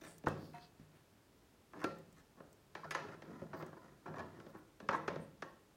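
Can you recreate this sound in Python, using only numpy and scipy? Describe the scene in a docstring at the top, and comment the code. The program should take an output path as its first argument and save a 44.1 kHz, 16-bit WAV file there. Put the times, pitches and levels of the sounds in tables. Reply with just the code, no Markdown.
"""In a small workshop, one hand presses glued boards flat on a bench and the other winds a steel bar clamp.
Boards knock on the bar and the handle clacks: each blow is a crack plus fading tones and coloured noise.
Scrapes and the grinding thread are streams of tiny slips; parts ring and the thread chirps as fading tones.
A wristwatch ticks and skin brushes the wood as shaped noise.
Noise echoes answer the contacts and the ringing parts, and a quiet rumble and hiss lies beneath."""
import sys
import numpy as np
from scipy import signal
from scipy.fft import rfft, irfft, next_fast_len
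from scipy.io import wavfile
from scipy.ndimage import uniform_filter1d

SR = 44100
rng = np.random.default_rng(int(sys.argv[2]) if len(sys.argv) > 2 else 0)


def output_pcm(signal):
    """Save a mono or channel-first signal as 16-bit PCM at the path in sys.argv[1].

    Samples are clipped to [-1, 1] before scaling.
    """
    pcm = np.clip(np.atleast_2d(signal).T, -1, 1) * 32767
    wavfile.write(sys.argv[1], SR, np.round(pcm).astype(np.int16))


N = 254016  # length of the scene in samples

# In these tables levels are relative, and a fade time is the time to drop by 60 dB.
# The boards knock on the bar as the hand seats them.
# Each row: start in seconds, level in dB, weight in dB, hardness in dB, room level in dB.
BOARD_KNOCKS = [(0.237, -67, 19, 6, 4.5), (0.261, -53, -4, 4, 5), (0.268, -34, -2.5, -10, -6.5),
                (0.282, -66, 22.5, 18.5, 5), (0.425, -67.5, 18.5, -22, -1), (0.795, -81.5, 0, 14, 11.5),
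                (1.733, -57, -6, -3, 2.5), (1.841, -46.5, 8.5, 10.5, -1.5), (2.402, -60, 6, -6, 0)]
# The sliding handle clacks in the screw.
# Each row: start in seconds, level in dB, weight in dB, hardness in dB, room level in dB.
HANDLE_CLACKS = [(2.751, -49, -6.5, 4.5, 1), (2.908, -48, -13, 12.5, 2.5), (2.918, -59.5, -1, 16, -8),
                 (2.948, -39.5, -10.5, 3, 2), (3.086, -63.5, 12, 4, -1), (3.22, -60.5, 4.5, 6, 2),
                 (3.417, -66.5, 26, -3, -1.5), (3.531, -50, -4, -8, 0), (3.624, -58, 12, 3, -1),
                 (3.728, -58, 1, -12, -8), (4.06, -51.5, -1.5, -8, 4.5), (4.139, -53, -1, -7, 4),
                 (4.4, -63.5, -2, 6.5, -4), (4.464, -66, 13.5, 3, -1.5), (4.801, -59, 3, 4.5, 1.5),
                 (4.888, -33.5, -7, -3.5, -0.5), (5.078, -41, -2.5, 0, -5), (5.083, -47.5, 4, 2, 4),
                 (5.158, -55, 12.5, 0, -2), (5.422, -46.5, -3.5, 3, -1)]
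# Boards or thread stick, then slip.
# Each row: start in seconds, length in seconds, level in dB, weight in dB, hardness in dB.
SCRAPES = [(0.011, 0.064, -65, 7, 10.5), (0.532, 0.058, -68, 1, 8.5), (1.748, 0.034, -65, 10, -2),
           (1.791, 0.031, -59, -11, 4.5), (1.816, 0.025, -52, -5, -7), (2.164, 0.047, -74.5, 1, 10),
           (2.37, 0.022, -68.5, 5, -13), (2.84, 0.014, -51.5, -3, -4.5), (2.972, 0.03, -65, -4.5, 4.5),
           (3.024, 0.037, -61.5, 9.5, -1), (3.115, 0.035, -61.5, 2.5, -0.5), (3.265, 0.059, -75, 21, -11),
           (3.538, 0.011, -54.5, 7, -3.5), (3.598, 0.033, -54.5, -2, -10), (3.765, 0.013, -61.5, 6, -9),
           (4.072, 0.016, -61, 9.5, -2), (4.158, 0.023, -56.5, 3.5, -4), (4.182, 0.023, -51, 2.5, -0.5),
           (4.33, 0.12, -72, 12, 0), (4.541, 0.02, -60.5, 6.5, -10), (4.819, 0.032, -81, 27.5, -7),
           (4.909, 0.022, -49, -10, -2), (4.927, 0.027, -39.5, -7.5, -8), (5.188, 0.032, -68.5, 14.5, -9)]
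# How hard the screw grinds while it is wound, easing at each change of grip.
# Each row: time in seconds, level in dB.
WINDING = [(2.96, -63), (3.13, -65), (3.2, -85), (3.28, -69), (3.37, -63.5), (3.48, -73), (3.67, -64),
           (3.73, -84), (3.84, -68), (4.0, -82), (4.28, -69.5), (4.36, -74), (4.5, -72), (4.63, -87),
           (4.72, -96)]
# Touches that leave a part free to ring. Each row: start in seconds, level in dB, name of the part.
RINGS = [(0.271, -39.5, "boards"), (0.541, -47.5, "jaw"), (0.797, -55.5, "boards"), (1.843, -34.5, "bar"),
         (2.909, -43.5, "handle"), (2.949, -43.5, "handle"), (4.058, -47, "bar")]
# The tones of each such part, listed by its name. Each row: pitch in Hz, level in dB, fade time in seconds.
PART_MODES = {"boards": [(97.6, -9.5, 0.73), (152, 0, 0.48), (205, 2, 0.14), (242, 1.5, 0.1)],
              "jaw": [(712, -1.5, 0.39), (937, -5, 0.31), (2590, -20, 0.68)], "bar": [(380, -2, 0.25),
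              (513, -5.5, 0.13), (1360, -2.5, 0.2), (2364, -17.5, 0.11)], "handle": [(1990, 0, 0.12),
              (2210, -7, 0.12), (2620, -9, 0.064), (6520, -4.5, 0.044), (9900, -12.5, 0.055)]}
# The dry thread chirps as it breaks loose. Each row: start in seconds, pitch in Hz, level in dB.
CHIRPS = [(2.834, 1085, -39.5), (2.949, 1090, -36), (4.169, 1150, -42), (4.947, 1058, -25)]
# Tiny clicks of the wristwatch. Each row: start in seconds, level in dB.
TICKS = [(0.182, -52), (0.2854, -53), (1.986, -61), (2.127, -62), (2.529, -60), (3.664, -58.5)]
# Skin brushing over wood and handle. Each row: start in seconds, length in seconds, level in dB.
BRUSHES = [(0.016, 0.17, -63), (0.325, 0.24, -67), (0.584, 0.11, -65), (0.894, 0.14, -70.5),
           (3.546, 0.098, -63.5), (4.468, 0.063, -70), (4.555, 0.055, -69), (4.925, 0.066, -68),
           (5.188, .08, -70)]

# Tones of boards, clamp and bench together. 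Each row: pitch in Hz, level in dB, fade time in seconds.
BODY_MODES = [(97, -24, 0.26), (156.7, -11, 0.39), (188, -9.5, 0.043), (224, -11.5, 0.059),
              (305.7, -11, 0.15), (366.5, -12, 0.096), (431, -19, 0.057), (545, -0.5, 0.074),
              (657, -11, 0.12), (850, -14, 0.14), (905, -4, 0.042), (1025, 4, 0.025), (1095, -7.5, 0.072),
              (1330, -11.5, 0.12), (1620, -0.5, 0.035), (1711, 0.5, 0.036), (1841, -2, 0.037),
              (2403, -17.5, 0.036), (2605, -10.5, 0.029), (5130, -46, 0.045), (6350, -33, 0.058)]
# The dense, quickly damped rest of the body. Each row: frequency in Hz, level in dB.
WOOD_SPECTRUM = [(60, -24), (115, -25), (170, 10), (600, 9), (760, 1), (1050, 4), (1800, 0.5), (2200, -10),
                 (3000, -13.5), (6000, -22.5), (7500, -27), (10000, -21), (15000, -60.5)]
# Colour of the skin's hiss. Each row: frequency in Hz, level in dB.
SKIN_SPECTRUM = [(1000, 7), (2500, 0), (4700, 0), (6300, -7), (8700, 1), (11000, -3.5), (15000, -2.5)]
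# Colour of the watch clicks. Each row: frequency in Hz, level in dB.
WATCH_SPECTRUM = [(1000, -19), (4000, -7), (7000, 6), (9000, 6), (11000, -24), (15000, 5)]

# Edges in Hz of the six bands: thud, knock, clack, clank, crack and tick.
BAND_EDGES = [72, 350, 750, 1400, 2300, 6500, 15800]
# Colour of each kind of contact: one level in dB for each of the six bands.
BOARD_COLOUR = [-2.5, 0.5, -0.5, -2.5, -11, -33]
HANDLE_COLOUR = [-4, 0, -1, -2.5, -9.5, -35]
SCRAPE_COLOUR = [-2.5, -3.5, 0.5, -1.5, -10, -27]
# Weight mostly fills the low bands. One value for each band: dB gained per dB of weight.
WEIGHT_LAW = [0.99, 0.72, 0, 0.0065, 0.16, 0]
# Hardness mostly fills the high bands. One value for each band: dB gained per dB of hardness.
HARDNESS_LAW = [-0.046, 0.14, -0.081, 0.49, 0.97, 1.86]

# How long the workshop echoes. Each row: frequency in Hz, fade time in seconds.
ROOM_T60 = [(100, 1), (300, 0.61), (1000, .45), (3000, 0.55), (10000, 0.37)]
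# Colour of the echo. Each row: frequency in Hz, level in dB.
ROOM_SPECTRUM = [(50, -2), (95, -1.5), (118, -3), (152, 9), (200, -4.5), (400, 0.5), (1000, -2), (2000, -6),
                 (5000, -3), (12000, -10)]
# Colour of the workshop's rumble and hiss. Each row: frequency in Hz, level in dB per Hz.
AIR_SPECTRUM = [(15, -44), (25, -22), (42, -6), (80, -5), (120, -4.5), (380, -7.5), (570, -13),
                (1000, -16.5), (1500, -19.5), (2100, -22.5), (3200, -24.5), (5000, -26.5), (15800, -33.5)]

GRIND_WEIGHT_DB, GRIND_HARDNESS_DB = 6, -1
CHIRP_T60 = 0.041  # fade time in seconds
LOW_CUT_HZ, TOP_HZ = 25, 15950  # frequency limits of microphone and recorder
BAND_FILTERS = [signal.butter(4, pair, 'band', fs=SR, output='sos')
                for pair in zip(BAND_EDGES, BAND_EDGES[1:])]


def amp(db):
    """Turn decibels into a gain."""
    return 10 ** (np.asarray(db) / 20)


def unit(x):
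    """Scale a signal to an average strength (rms) of 1."""
    return x / np.sqrt(np.mean(x ** 2) + 1e-20)


def along(points, hz):
    """Read a curve between its points, with pitch on a log scale."""
    point_hz, values = np.transpose(points)
    return np.interp(np.log(hz + 1), np.log(point_hz), values)


def noise(spectrum, size):
    """Make noise of rms 1 by weighting the frequencies of white noise."""
    hz = np.fft.rfftfreq(size, 1 / SR)
    white = rfft(rng.standard_normal(size))
    return unit(irfft(white * amp(along(spectrum, hz)), size))


def add(track, start_s, sound):
    """Mix a sound into the track at a time."""
    start = max(0, round(start_s * SR))
    part = sound[:max(0, N - start)]
    track[start:start + len(part)] += part


def knocks(table, colour, count=3):
    """Single blows of wood or steel: each sets the whole body ringing."""
    out = np.zeros(N)
    for start_s, db, weight_db, hardness_db, room_db in table:
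        levels_db = contact(colour, db, weight_db, hardness_db)
        sides = []
        for side in range(count):
            blow = body(dense_db=13.5, dense_t60=0.031, scatter_db=5.5, crack_db=-4)
            sides.append(voiced(blow, levels_db, length=0.013))
        add(out, start_s, radiate(sides, room_db))
    return amp(-1.0) * out


def contact(colour, db, weight_db, hardness_db):
    """Band levels of a contact: weight mostly adds bass, hardness mostly adds treble."""
    return db + np.array(colour) + weight_db * np.array(WEIGHT_LAW) + hardness_db * np.array(HARDNESS_LAW)


def body(dense_db, dense_t60, scatter_db, crack_db, crack_t60=0.0075, build_up=0.0013):
    """One contact: a sharp crack, then tones of varied strength over crowded, quickly fading ones."""
    t = np.arange(SR // 10) / SR
    tones = np.zeros(len(t))
    for hz, db, t60 in BODY_MODES:
        strength = amp(db + scatter_db * rng.normal() - 60 * t / t60)
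        tones += strength * np.sin(2 * np.pi * (hz * t + rng.random()))
    dense = amp(dense_db - 60 * t / dense_t60) * noise(WOOD_SPECTRUM, len(t))
    crack = amp(crack_db - 60 * t / crack_t60) * rng.standard_normal(len(t))
    fade_in = 1 - np.exp(-t / build_up)
    fade_out = 1 - (t / t[-1]) ** 2
    return crack + (tones + dense) * fade_in * fade_out


def voiced(sound, levels_db, length):
    """A contact's colour, weight and hardness set how strong each band is over its length in seconds."""
    out = np.zeros(len(sound))
    for band_filter, db in zip(BAND_FILTERS, levels_db):
        band = signal.sosfilt(band_filter, sound)
        strength = np.sqrt(np.mean(band[:round(length * SR)] ** 2))
        out += amp(db) * band / strength
    return out


def scrapes(slip_rate=560, slip_spread_db=3, swell_db=3, count=2):
    """Runs of fine, uneven slips, about slip_rate a second, that swell and ease again."""
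    out = np.zeros(N)
    for start_s, length, db, weight_db, hardness_db in SCRAPES:
        gaps, sizes = rng.exponential(size=256), rng.normal(size=256)
        times = (np.cumsum(gaps) - gaps[0]) / slip_rate  # the first slip comes at once
        during = times < length
        slip_db = slip_spread_db * sizes + swell_db * np.sin(np.pi * times / length)
        slips = np.bincount((times[during] * SR).astype(int), amp(slip_db[during]))
        levels_db = contact(SCRAPE_COLOUR, db, weight_db, hardness_db)
        sides = [creak(slips, levels_db, length) for side in range(count)]
        add(out, start_s, radiate(sides, room_db=0.0))
    return amp(-1.5) * out


def creak(slips, levels_db, length):
    """Each slip jolts the body, so a copy of one jolt starts at every slip."""
    jolt = body(dense_db=18, dense_t60=0.016, scatter_db=1.5, crack_db=6)
    return voiced(signal.fftconvolve(slips, jolt), levels_db, length)


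def grind(slip_rate=480, slip_spread_db=4.5, count=2):
    """The turning thread slips faintly at random, about slip_rate a second, as strongly as it is wound."""
    out = np.zeros(N)
    times, effort_db = np.transpose(WINDING)
    t = np.arange(times[0], times[-1], 1 / SR)
    happens = rng.random(N) < slip_rate / SR
    slips = happens * amp(slip_spread_db * np.clip(rng.normal(size=N), -2, 2))
    levels_db = contact(SCRAPE_COLOUR, 0, GRIND_WEIGHT_DB, GRIND_HARDNESS_DB)
    effort = amp(np.interp(t, times, effort_db))
    sides = [effort * creak(slips[:len(t)], levels_db, len(t) / SR)[:len(t)] for side in range(count)]
    add(out, times[0], radiate(sides, room_db=-2.0))
    return amp(-2.5) * out


def rings():
    """Boards and steel parts left ringing, and the short chirps of the thread."""
    out = np.zeros(N)
    for start_s, db, part in RINGS:
        add(out, start_s, amp(db) * ring(PART_MODES[part]))
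    for start_s, hz, db in CHIRPS:
        add(out, start_s, ring([(hz, db, CHIRP_T60)]))
    return out


def ring(modes, waver=0.18):
    """Free tones ring on, their phase wavering (radians rms) as the part shifts in its seat."""
    t = np.arange(SR // 2) / SR
    tone = np.zeros(len(t))
    for hz, db, t60 in modes:
        drift = waver * noise([(30, 0), (150, -2), (600, -83)], len(t))
        tone += amp(db - 60 * t / t60) * np.sin(2 * np.pi * hz * t + drift)
    tone *= 1 - np.exp(-t / 0.00074)  # soft start
    return radiate([tone, tone], room_db=-11.5)


def watch_ticks(tick_t60=0.024):
    """Dry clicks of the wristwatch: coloured noise that starts at once and fades fast."""
    out = np.zeros(N)
    t = np.arange(SR // 20) / SR
    for start_s, db in TICKS:
        add(out, start_s, amp(db - 60 * t / tick_t60) * noise(WATCH_SPECTRUM, len(t)))
    return out


def skin_brushes(grain_db=2, colour_db=8.0):
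    """Soft swells of grainy hiss, each of its own colour, as skin slides."""
    out = np.zeros(N)
    t = np.arange(SR // 3) / SR
    for start_s, length, db in BRUSHES:
        colour = [(hz, level + colour_db * rng.normal()) for hz, level in SKIN_SPECTRUM]
        grain = unit(uniform_filter1d(rng.standard_normal(len(t)), size=100))
        hiss = unit(amp(grain_db * grain) * noise(colour, len(t)))
        swell = np.exp(-(3 * (t - length / 2) / length) ** 2)
        speed = swell * (1 - np.exp(-t / 0.0022))  # soft start
        add(out, start_s, amp(db) * speed * hiss)
    return out


def radiate(sides, room_db):
    """Each side of a body sends out its own wave: the first meets the microphone, the others the walls."""
    room = amp(room_db) * sum(echo(side) for side in sides[1:]) / np.sqrt(len(sides) - 1)
    direct = np.pad(sides[0], (0, len(room) - len(sides[0])))
    return room + direct


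def echo(sound, count=86, size=512):
    """The workshop's answer: overlapping frames of noise, each frequency fading at its own pace."""
    hop = size // 2
    hz = np.fft.rfftfreq(size, 1 / SR)
    t = np.arange(count)[:, None] * hop / SR
    decay = np.exp(-np.log(1000) * t / along(ROOM_T60, hz))
    decay *= amp(along(ROOM_SPECTRUM, hz)) / np.sqrt(hop * np.sum(decay ** 2, axis=0))
    window = np.sin(np.pi * np.arange(size) / size)
    frames = irfft(rfft(rng.standard_normal((count, size))) * decay) * window
    tail = (frames[:-1, hop:] + frames[1:, :hop]).ravel()
    tail *= 1 - np.exp(-(np.arange(len(tail)) / SR / 0.0053) ** 2)  # the walls take a moment to answer
    return signal.fftconvolve(sound, tail)


def air(level_db=-68):
    """The workshop's quiet rumble and hiss: steady coloured noise."""
    return amp(level_db) * noise(AIR_SPECTRUM, N)


def scene():
    """Everything added together at one microphone."""
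    blows = knocks(BOARD_KNOCKS, BOARD_COLOUR) + knocks(HANDLE_CLACKS, HANDLE_COLOUR)
    thread_and_parts = scrapes() + grind() + rings()
    hands = watch_ticks() + skin_brushes()
    return (blows + thread_and_parts + hands + air())[None]


def record(dry):
    """The microphone sheds the deepest rumble, and the recorder keeps nothing above its band limit."""
    low_cut = signal.butter(3, LOW_CUT_HZ, 'high', fs=SR, output='sos')
    heard = signal.sosfilt(low_cut, dry)
    size = next_fast_len(N + SR // 2)
    kept = np.fft.rfftfreq(size, 1 / SR) < TOP_HZ
    return irfft(rfft(heard, size) * kept, size)[..., :N]


dry = scene()
out = record(dry)
output_pcm(out)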